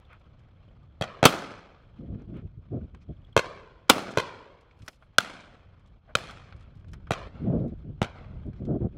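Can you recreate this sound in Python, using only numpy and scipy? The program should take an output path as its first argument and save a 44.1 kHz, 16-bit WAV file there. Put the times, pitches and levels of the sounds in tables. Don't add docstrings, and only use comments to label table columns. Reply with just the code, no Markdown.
import sys
import numpy as np
from scipy import signal
from scipy.fft import rfft, irfft
from scipy.io import wavfile
from scipy.ndimage import uniform_filter1d

SR = 44100
rng = np.random.default_rng(int(sys.argv[2]) if len(sys.argv) > 2 else 0)


def bounce(signal):
    frames = np.transpose(np.atleast_2d(signal))
    limited = np.clip(frames, -1, 1)
    pcm = np.round(limited * 32767).astype(np.int16)
    wavfile.write(sys.argv[1], SR, pcm)


def makeup_ratio(level_db):
    decades = np.asarray(level_db, float) / 20
    return 10 ** decades


N = 395577


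def evened(x):
    return x / np.sqrt(np.mean(x ** 2) + 1e-20)


def read(points, hz):
    f, value = np.transpose(points)
    return np.interp(np.log(hz + 1), np.log(f + 1), value)


def add(mix, s, sound):
    part = mix[max(round(s * SR), 0):][:len(sound)]
    part += sound[:len(part)]


def coloured(x, points):
    return irfft(rfft(x) * makeup_ratio(read(points, np.fft.rfftfreq(len(x), 1 / SR))), len(x))


def high_passed(x, hz):
    return signal.sosfilt(signal.butter(2, hz, "high", fs=SR, output="sos"), x)


def field(points, size, count, patchy_db, stripy_db, t60=None):
    frames, hz = 4 * count // size + 5, np.fft.rfftfreq(size, 1 / SR)
    real, imaginary, patches = rng.standard_normal((frames, len(hz), 3)).T
    patches = uniform_filter1d(patches, size=5, axis=0)
    patches = evened(uniform_filter1d(patches, size=6, axis=1))
    stripes = evened(uniform_filter1d(rng.standard_normal(frames), size=3))
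    spectrum_db = read(points, hz)
    level_db = spectrum_db[:, None] + patchy_db * patches + stripy_db * stripes
    start = np.sqrt(np.mean(makeup_ratio(2 * spectrum_db)))
    if t60 is not None:
        elapsed = np.arange(frames) * size / 4 / SR
        level_db = level_db - 60 * elapsed / np.clip(read(t60, hz), .05, 5)[:, None]
    spectra = (real + 1j * imaginary) * makeup_ratio(level_db) / start
    x = signal.istft(spectra, nperseg=size, noverlap=3 * size // 4)[1][:count]
    return x / np.sqrt(size * 4 / 3)


# (time [s], strength [dB])
BREEZE = [(0, -55), (.9, -51), (1.7, -59), (2.1, -44.5), (2.52, -44.5), (3.0, -47.5), (3.7, -55.5),
          (4.6, -59), (5.15, -58.5), (5.8, -53), (6.5, -48.5), (7.05, -44), (7.6, -37.5), (8.0, -43.5),
          (8.4, -39.5), (8.97, -40)]
# (centre [s], length [s], peak [dB], rumble under the peak [dB])
GUSTS = [(2.028, 0.093, -40.5, -22), (2.117, 0.13, -40.5, 1), (2.185, 0.17, -45.5, -3),
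         (2.338, 0.16, -40, -4), (2.443, 0.066, -49, 15), (2.584, 0.037, -58, 26.5),
         (2.753, 0.097, -30, -24), (2.828, 0.077, -44, 5.5), (2.956, 0.055, -56.5, 13.5),
         (3.104, 0.051, -38, 4.5), (4.823, 0.049, -58, 14.5), (6.558, 0.047, -61, 19.5),
         (6.94, 0.13, -57.5, 17.5), (7.357, 0.16, -52, 2), (7.434, 0.067, -36, 1),
         (7.515, 0.16, -24.5, -7.5), (7.614, 0.18, -28, -6), (7.728, 0.033, -40, 6), (7.884, 0.1, -44, 9.5),
         (8.337, 0.054, -55, 16), (8.48, 0.066, -38.5, 5), (8.644, 0.11, -36.5, 0), (8.727, 0.14, -27, -9),
         (8.842, 0.097, -27.5, -0.5), (8.966, 0.073, -45.5, -4)]
# (frequency [Hz], density [dB per Hz])
HEAVE_SPECTRUM = [(12, -15), (22, 6.5), (36, 2), (55, -12), (80, -52), (200, -120)]
# (frequency [Hz], density [dB per Hz])
RUMBLE_SPECTRUM = [(26, -32), (45, 5.5), (74, 6), (140, -5), (186, -12.5), (327, -26.5), (362, -30.5),
                   (400, -27), (520, -63.5), (880, -120)]
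# (frequency [Hz], density [dB per Hz])
BUFFET_SPECTRUM = [(35, -34.5), (60, 2.5), (87, -7), (123, 4.5), (178, 2), (288, -5), (504, -16.5),
                   (675, -18), (842, -33.5), (1410, -45.5), (2000, -61.5), (2600, -93), (4400, -120)]
# (frequency [Hz], density [dB per Hz])
AIR_SPECTRUM = [(150, -40), (250, -9), (393, -14.5), (436, -11), (519, -6), (629, -9), (971, -10),
                (1160, -10.5), (1610, -17), (1980, -19), (2570, -20), (3170, -19.5), (4340, -29),
                (11300, -58), (16000, -54)]
GUST_EDGE_DB, GUST_FLAT = -24, 4.25
EDDY_DB, HEAVE_SHARE, HEAVE_OFFSET_DB = -18.5, 0.57, -27
AIR_DB, LINGER_DB, LINGER_T60 = -69, -62.5, 3.1
EARLIER_SHOT_S = -0.21


def wind():
    t = np.arange(0, N + 64, 64) / SR
    breeze_db = np.interp(t, *np.transpose(BREEZE))
    rumbling = makeup_ratio(2 * breeze_db)
    buffeting = makeup_ratio(2 * (breeze_db + EDDY_DB))
    airy = makeup_ratio(2 * AIR_DB) + 0 * t
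    for s, length, peak_db, under_db in GUSTS:
        edge_db = GUST_EDGE_DB * abs(2 * (t - s) / length) ** GUST_FLAT
        gust = makeup_ratio(2 * (peak_db + np.maximum(edge_db, -120)))
        rumbling = rumbling + makeup_ratio(2 * under_db) * gust
        buffeting = buffeting + gust
    for s, _ in [(EARLIER_SHOT_S, 0)] + BESIDE_AT + NEXT_AT + FAR_AT:
        airy = airy + (t > s) * makeup_ratio(2 * (LINGER_DB - 60 * abs(t - s) / LINGER_T60))
    curves = [10 * np.log10(power) for power in (rumbling, buffeting, airy)] + [breeze_db]
    rumble_db, buffet_db, air_db, breeze_db = (np.interp(np.arange(N) / SR, t, c) for c in curves)

    rumble = evened(field(RUMBLE_SPECTRUM, size=1024, count=N, patchy_db=0.67, stripy_db=1.0))
    buffet = evened(field(BUFFET_SPECTRUM, size=1024, count=N, patchy_db=0.7, stripy_db=1.57))
    top = high_passed(buffet, 380)
    buffet = buffet - top + top * makeup_ratio(.8 * np.clip(buffet_db + 29, -30, 3))
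    air = evened(field(AIR_SPECTRUM, size=512, count=N, patchy_db=1.85, stripy_db=2.0))
    heave = evened(field(HEAVE_SPECTRUM, size=4096, count=N, patchy_db=0.5, stripy_db=2.0))
    heave = heave * makeup_ratio(HEAVE_SHARE * breeze_db + HEAVE_OFFSET_DB)
    return heave + makeup_ratio(rumble_db) * rumble + makeup_ratio(buffet_db + 0.8) * buffet + makeup_ratio(air_db) * air


def specks():
    out, t = np.zeros(N), np.arange(400) / SR
    per_s, speck_db = 14, -84.5
    for when, pitch, size, cycles in rng.random((round(per_s * N / SR), 4)):
        hz = 4500 * 2 ** (1.4 * pitch)
        fade = makeup_ratio(speck_db + 9 * size - t * hz * (2 + 3 * cycles))
        add(out, when * N / SR, fade * np.sin(2 * np.pi * hz * t) * np.minimum(t * 2000, 1))
    return out


def puffs(rows):
    out = np.zeros(N)
    for s, peak_db, hz, length in rows:
        white, rough = rng.standard_normal((2, 8192))
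        puff = evened(coloured(white, [(hz / 3, -18), (hz, 0), (hz * 1.0, -7), (hz * 2.1, -10),
                                       (hz * 4, -36), (hz * 8, -70)]))
        puff = puff * makeup_ratio(1.0 * evened(uniform_filter1d(rough, size=150)))
        puff = puff[:round(length * SR)]
        add(out, s - length / 2, makeup_ratio(peak_db) * np.hanning(len(puff)) * puff)
    return out


# (centre [s], peak [dB], centre
# frequency [Hz], length [s])
LATE = [(6.36, -63.5, 1350, 0.2), (6.5, -65, 1360, 0.2), (6.45, -67, 2500, 0.19), (6.63, -67.5, 1410, 0.18),
        (7.45, -66.5, 1500, .17), (7.6, -77, 2300, 0.16), (0.131, -52, 1290, 0.011),
        (2.343, -62.5, 1400, 0.012), (2.816, -59, 700, .014), (6.1, -57, 800, .014), (8.67, -57, 700, .014),
        (8.712, -51, 700, 0.012), (8.818, -52.5, 700, 0.012)]


def late_answers():
    return puffs(LATE)


# (time [s], peak [dB], pitch [Hz])
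CHIRPS = [(0.0474, -63, 3530), (0.061, -75, 3600), (0.126, -53.5, 1327), (.24, -73, 3400),
          (0.684, -67, 3080), (3.084, -70, 3300), (3.108, -72, 3420), (3.163, -68.5, 3300),
          (3.214, -68.5, 3040), (3.244, -62, 3370), (3.266, -71, 3500), (3.292, -76, 3500),
          (3.324, -59, 3290), (7.597, -66.5, 3800), (7.677, -71, 3740), (7.691, -71, 3960)]


def birds():
    out, t = np.zeros(N), np.arange(500) / SR
    for s, peak_db, hz in CHIRPS:
        hoarse = 1 + .6 * evened(uniform_filter1d(rng.standard_normal(len(t)), size=50))
        whistle = np.sin(2 * np.pi * hz * (1.05 * t - 5.5 * t ** 2))
        add(out, s, makeup_ratio(peak_db) * np.hanning(len(t)) * hoarse * whistle)
    return out


# (centre [s], peak [dB], centre
# frequency [Hz], length [s])
RUSTLES = [(0.127, -57, 1310, 0.11), (1.997, -75, 2140, 0.02), (2.199, -69, 1500, 0.089),
           (2.378, -60.5, 1380, 0.12), (3.024, -69.5, 2600, 0.05), (4.117, -50, 3520, 0.029),
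           (4.821, -84, 5500, .17), (4.938, -72, 5470, 0.27), (5.03, -86, 5000, .14),
           (6.103, -54, 820, 0.064), (7.38, -73, 1700, 0.15), (8.58, -73.5, 2470, 0.098)]


def rustles():
    return puffs(RUSTLES)


# (time [s], peak [dB], ring [Hz], ring t60 [s], brightness at the top [dB])
CLICKS = [(2.144, -47, 1230, 0.053, -21), (2.2183, -44.5, 1000, 0.048, -14), (2.947, -34, 1350, 0.028, -13),
          (4.7105, -46.5, 2120, 0.033, -19), (4.8623, -45, 1134, 0.04, -2), (4.8788, -23, 1990, 0.041, -14),
          (4.8822, -25, 2130, 0.03, 0.5), (4.8835, -28.5, 590, 0.038, -30), (5.024, -40, 1270, 0.05, -30),
          (5.551, -40.5, 1370, 0.025, -16), (6.3084, -31, 1350, 0.048, -15),
          (6.5238, -32, 1640, 0.033, -31), (6.845, -40.5, 1090, 0.021, -20),
          (6.9328, -33.5, 1520, 0.063, -6), (7.0693, -37, 1300, 0.074, -24),
          (7.7894, -52, 1358, 0.028, -13), (8.2445, -37, 1376, 0.023, -28), (8.5313, -45, 1560, 0.054, -17)]
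# (time [s], peak [dB], ring [Hz])
TICKS = [(.196, -65, 4400), (7.68, -60, 5000), (0.392, -57, 3070), (0.8294, -66, 3020), (1.464, -46, 3180),
         (3.881, -47.5, 2371), (4.608, -55, 4060), (4.79, -55, 3620), (4.82, -42.5, 3110),
         (4.9292, -48.5, 3065), (5.7944, -60, 3400), (5.8605, -57, 3160), (5.873, -57, 3474),
         (6.308, -37, 3970), (6.5154, -69, 3650), (6.5634, -54, 3510), (6.5954, -59, 3650),
         (6.6074, -52, 3350), (6.6245, -54, 3300), (6.7964, -62, 3660), (6.8824, -50, 3030),
         (6.7535, -62, 4500), (6.77, -57, 3000), (6.9155, -59, 5000), (4.943, -55, 3800),
         (4.958, -56, 3800), (8.651, -48, 3180)]
TICK_T60, TICK_TOP_DB = 0.053, -13


def clicks():
    out, t = np.zeros(N), np.arange(4096) / SR
    small_parts = [(*row, TICK_T60, TICK_TOP_DB) for row in TICKS]
    for s, peak_db, hz, t60, top_db in CLICKS + small_parts:
        body, tick = rng.standard_normal((2, len(t)))
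        body = evened(coloured(body, [(hz / 8, -36), (hz / 3.5, -8), (hz, 0), (hz * 2.68, -16), (hz * 5, -50)]))
        tick = evened(coloured(tick, [(2500, -27.5), (5000, 12), (9000, 0.42 * top_db),
                                      (13000, 1.3 * top_db), (16000, 3.1 * top_db - 10)]))
        fall_db = 60 * t / max(t60, .004)
        fade = makeup_ratio(-fall_db) + makeup_ratio(-18.5 - 0.61 * fall_db)
        knock = body + makeup_ratio(top_db - 0.77 * fall_db) * tick
        add(out, s, makeup_ratio(peak_db - 13.0) * fade * knock * np.minimum(t * 1200, 1))
    return out


GRAIN_DB = 1.5


def valley_echo(roll, decay, slap, treble_db):
    tail = field(roll, size=512, count=60000, patchy_db=1.42, stripy_db=0.5, t60=decay)
    n = len(tail)
    hits = rng.random(n) * (rng.random(n) < 75 / SR)
    slaps = np.convolve(hits, np.hanning(170), "same")
    tail = coloured(tail, [(2000, 0), (16000, 3 * treble_db)]) * (1 + slap * slaps)
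    grain = np.convolve(rng.standard_normal(n), np.hanning(200), "same")
    tail = tail * makeup_ratio(GRAIN_DB * evened(grain))
    return tail * (1 - np.exp(-np.arange(n) / SR / 0.006))


DRIFT = 0.092


def echo_bounce(tail, bounce_ms):
    dulled = signal.lfilter(*signal.butter(1, 6000, fs=SR), tail)
    n = np.arange(len(tail))
    sway = np.sin(2 * np.pi * (2.3 * n / SR + rng.random()))
    wander = 1 + DRIFT * sway * np.minimum(n / 4000, 1)
    return np.interp(n - wander * bounce_ms * SR / 1000, n, dulled)


LATE_DULL_DB = -0.0142
SNAP_DB, SNAP_HZ, SNAP_T60_MS = 4.5, 5000, 11
RING_OCTAVES = .3


def gas_crackle(ms, crack, aim, delay_ms, t60_ms, treble_db):
    ring_hz, ring_db, tilt_db, _, _ = aim
    aimed = [(ring_hz / 2 ** RING_OCTAVES, 0), (ring_hz, ring_db), (ring_hz * 2 ** RING_OCTAVES, 0),
             (16000, tilt_db * np.log2(16000 / ring_hz))]
    fizz = evened(coloured(rng.standard_normal(len(ms)), crack))
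    fizz = coloured(fizz, aimed) * makeup_ratio(-60 * ms / t60_ms) * np.minimum(ms * 2, 1)
    loss_db = .5 * treble_db * (delay_ms > 12) + LATE_DULL_DB * min(max(delay_ms, 0), 40)
    fizz = coloured(fizz, [(3000, 0.0036), (16000, 2.34 * loss_db)])
    if delay_ms <= 0:
        treble = signal.lfilter(*signal.butter(2, SNAP_HZ, "high", fs=SR), fizz)
        fizz = fizz + makeup_ratio(SNAP_DB - 60 * ms / SNAP_T60_MS) * treble
    return fizz


def blast_wave(ms, sign, rise_ms, fall_ms, flip, edge_hz):
    pulse = sign * np.where(ms < rise_ms, ms / rise_ms, -flip * np.exp((rise_ms - ms) / fall_ms))
    return signal.lfilter(*signal.butter(2, edge_hz, fs=SR), pulse)


AWAY_DB, DULLING = -10.5, 0.25


def shot(at, strength, aim, paths, crack, roll, decay, comb_db, rise_ms, fall_ms, thump_hz, edge_hz, low_hz,
         slap, sign, rebound_ms, flip, thump_ms):
    s, bounce_ms = at
    peak_db, bounce_db, crackle_db, thump_db, valley_db = strength
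    *_, back_ms, back_db = aim
    treble_db = DULLING * min(peak_db - AWAY_DB, 0)
    t, out = np.arange(4096) / SR, np.zeros(round(1.5 * SR))
    ms = t * 1000
    lead = .006

    blast = blast_wave(ms, sign, rise_ms, fall_ms, flip, edge_hz)
    for delay_ms, blast_db, noise_db, t60_ms in paths:
        fizz = gas_crackle(ms, crack, aim, delay_ms, t60_ms, treble_db)
        pulse = makeup_ratio(blast_db) * (-1 if delay_ms > 8 else 1) * blast
        direct = pulse + makeup_ratio(crackle_db + noise_db) * fizz
        bounced = pulse + makeup_ratio(crackle_db + noise_db - 4) * fizz
        add(out, lead + delay_ms / 1000, direct)
        add(out, lead + (delay_ms + bounce_ms) / 1000, makeup_ratio(bounce_db) * bounced)

    tail = valley_echo(roll, decay, slap, treble_db)
    add(out, lead, makeup_ratio(valley_db) * tail)
    add(out, lead, makeup_ratio(valley_db + comb_db) * echo_bounce(tail, bounce_ms))

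    centre_ms = back_ms + .3
    width_ms = np.where(ms < centre_ms, rebound_ms, .55 * rebound_ms)
    add(out, lead, sign * makeup_ratio(back_db + 2.5) * np.exp(-((ms - centre_ms) / width_ms) ** 2))
    out = high_passed(out, low_hz)
    thump = makeup_ratio(thump_db - 60 * t * thump_hz / 6) * np.sin(2 * np.pi * thump_hz * t)
    add(out, lead + thump_ms / 1000, thump)
    return s - lead, makeup_ratio(peak_db) * out


# (frequency [Hz], t60 [s])
VALLEY_DECAY = [(60, 0.26), (250, 1.2), (1000, 0.94), (2500, .9), (5000, 0.71), (9000, 0.6), (13000, 0.24),
                (16000, 0.15)]
# (time [s], delay of the ground bounce [ms])
FAR_AT = [
    (5.1834, 1.42),
    (6.1524, 1.62),
]
# (peak [dB], bounce [dB], crackle [dB], thump [dB], valley [dB])
FAR_STRENGTH = [
    (-2.5, -0.9, -6, -23.5, -29.5),
    (-3.5, 0.04, -10.5, -20.5, -30.5),
]
# (ring [Hz], ring [dB], treble tilt [dB per octave], rebound [ms], rebound [dB])
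FAR_AIM = [
    (2500, 8.1, -1, 5, -25.5),
    (2400, 3, -0.45, 5.5, -25),
]
# (delay [ms], blast [dB], crackle [dB], crackle t60 [ms])
FAR_PATHS = [
    (0, 2, 7, 15.5),
    (4.1, -14, -9.5, 5.1),
    (9, -35.5, -34.5, 45),
]
# (frequency [Hz], density [dB per Hz])
FAR_CRACK = [(120, -52.5), (200, -39), (579, -0.5), (883, -8), (1680, 5), (2130, -14), (3370, -4.5),
             (4120, -8.5), (10500, -31.5), (16000, -61.5)]
# (frequency [Hz], density [dB per Hz])
FAR_ROLL = [(88, -33.5), (150, -0.5), (186, 3.5), (328, -10), (524, -9), (905, -6), (1310, -6.5),
            (3490, -12.5), (12200, -32), (16000, -30)]


def gun_far():
    out = np.zeros(N)
    for row in zip(FAR_AT, FAR_STRENGTH, FAR_AIM):
        add(out, *shot(*row, FAR_PATHS, FAR_CRACK, FAR_ROLL, VALLEY_DECAY, comb_db=-11.0,
                       rise_ms=0.32, fall_ms=0.6, thump_hz=119, edge_hz=5000, low_hz=159, slap=1.4,
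                       sign=0.57, rebound_ms=1.1, flip=0.41, thump_ms=1.2))
    return out


# (time [s], delay of the ground bounce [ms])
NEXT_AT = [(1.011, 1.55), (1.2278, 1.5), (3.3652, 1.9), (4.1729, 1.96), (7.107, 1.55), (8.0161, 1.36)]
# (peak [dB], bounce [dB], crackle [dB], thump [dB], valley [dB])
NEXT_STRENGTH = [
    (-21, 5.8, -6, 0, -13),
    (-15, 13, -3, -5, -26.5),
    (-0.5, 0.021, -14, -31.5, -30),
    (-7, 0.17, -11, -20, -23.5),
    (-17.5, 8.2, -11, -4.5, -15),
    (-24.5, 13.9, -8.5, 14.5, -11),
]
# (ring [Hz], ring [dB], treble tilt [dB per octave], rebound [ms], rebound [dB])
NEXT_AIM = [
    (3180, 7.8, -0.5, 7.5, -4.5),
    (1050, 4.4, -2.5, 8.2, -4),
    (2470, 4, 0.5, 9.3, -13.5),
    (910, 4, 0, 9, -16),
    (700, 6.7, 0.5, 7.77, 0),
    (2760, 1.7, -1, 6.36, 11),
]
# (delay [ms], blast [dB], crackle [dB], crackle t60 [ms])
NEXT_PATHS = [
    (0, 1.5, 0, 18),
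    (9.86, -8, 2.5, 22),
    (18.12, -40, -13, 90),
    (24.2, -40.5, -12.5, 44),
    (27.68, -22, -4.5, 20),
]
# (frequency [Hz], density [dB per Hz])
NEXT_CRACK = [(120, -39), (200, 2.5), (558, -2.5), (806, -1), (1040, -0.5), (3490, -10), (4270, -11),
              (5130, -26), (5630, -15), (14300, -40.5), (16000, -47.5)]
# (frequency [Hz], density [dB per Hz])
NEXT_ROLL = [(35, -28.5), (60, -2), (212, -13), (408, -10.5), (842, -13.5), (1010, -5), (1220, -15),
             (1410, -15.5), (4320, -25), (16000, -57.5)]


def gun_next():
    out = np.zeros(N)
    for row in zip(NEXT_AT, NEXT_STRENGTH, NEXT_AIM):
        add(out, *shot(*row, NEXT_PATHS, NEXT_CRACK, NEXT_ROLL, VALLEY_DECAY, comb_db=-6,
                       rise_ms=.6, fall_ms=1.3, thump_hz=111.35, edge_hz=2600, low_hz=90, slap=.8,
                       sign=-1, rebound_ms=2.1, flip=0.24, thump_ms=1.5))
    return out


# (frequency [Hz], t60 [s])
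BESIDE_DECAY = [(60, 1.2), (250, .8), (1000, 0.95), (2500, 0.85), (5000, 0.73), (9000, 0.49), (13000, 0.3),
                (16000, 0.3)]
# (time [s], delay of the ground bounce [ms])
BESIDE_AT = [
    (1.2542, 1.5),
    (3.8979, 1.4),
]
# (peak [dB], bounce [dB], crackle [dB], thump [dB], valley [dB])
BESIDE_STRENGTH = [
    (-2, -17, 3, -14, -19.5),
    (-6, -12, 4.5, -14, -17),
]
# (ring [Hz], ring [dB], treble tilt [dB per octave], rebound [ms], rebound [dB])
BESIDE_AIM = [
    (1300, 2, 0, 10, -3),
    (1000, 5.5, 0, 9.7, -5),
]
# (delay [ms], blast [dB], crackle [dB], crackle t60 [ms])
BESIDE_PATHS = [
    (-4, -38, -23, 140),
    (-0.5, 2, 12.5, 15),
    (6, 4, -6, 12),
    (6, -7, -14, 73),
    (37, -26.5, -27.5, 15),
    (84.5, -13.5, -40, 75),
]
# (frequency [Hz], density [dB per Hz])
BESIDE_CRACK = [(120, -32), (200, 2), (749, -9), (883, -3), (1250, -0.5), (1740, -14), (2800, -2.5),
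                (6880, -19.5), (12200, -26.5), (16000, -32.5)]
# (frequency [Hz], density [dB per Hz])
BESIDE_ROLL = [(35, -38), (60, -9), (118, 1), (323, -3), (785, -7.5), (903, -8), (1220, -7.5),
               (1740, -12.5), (3940, -18), (8000, -26.5), (13000, -30), (16000, -33)]


def gun_beside():
    out = np.zeros(N)
    for row in zip(BESIDE_AT, BESIDE_STRENGTH, BESIDE_AIM):
        add(out, *shot(*row, BESIDE_PATHS, BESIDE_CRACK, BESIDE_ROLL, BESIDE_DECAY, comb_db=-20.0,
                       rise_ms=0.56, fall_ms=1.6, thump_hz=229.2, edge_hz=1700, low_hz=141, slap=.9,
                       sign=1, rebound_ms=0.32, flip=.49, thump_ms=1.1))
    return out


def scene():
    background = wind() + specks() + late_answers() + birds()
    handling = rustles() + clicks()
    return (background + handling + gun_far() + gun_next() + gun_beside())[None]


def top_cut(x):
    return signal.sosfilt(signal.butter(12, 16820, fs=SR, output="sos"), x)


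# (centre [s], length [s], depth [dB])
DIPS = [
    (2.554, 0.14, -5),
    (6.015, 0.066, -7),
    (7.31, 0.064, -8),
    (8.124, 0.062, -4.5),
    (8.893, 0.039, -5.5),
]


def record(dry):
    t = np.arange(N) / SR
    heard = dry - .22 * np.roll(dry, round(.00106 * SR), axis=1)
    gate_db = sum(depth_db * np.exp(-(2 * (t - s) / length) ** 6) for s, length, depth_db in DIPS)
    heard = heard * makeup_ratio(gate_db)
    ceiling = .62
    clipped = heard / (1 + abs(heard / ceiling) ** 8) ** (1 / 8)
    coupled = signal.lfilter(*signal.butter(2, 36, "high", fs=SR), clipped)
    band_limit = signal.firwin(255, 16100, window=("kaiser", 7), fs=SR)
    finished = signal.oaconvolve(coupled, band_limit[None], "same")
    return top_cut(finished)


dry = scene()
out = record(dry)
bounce(out)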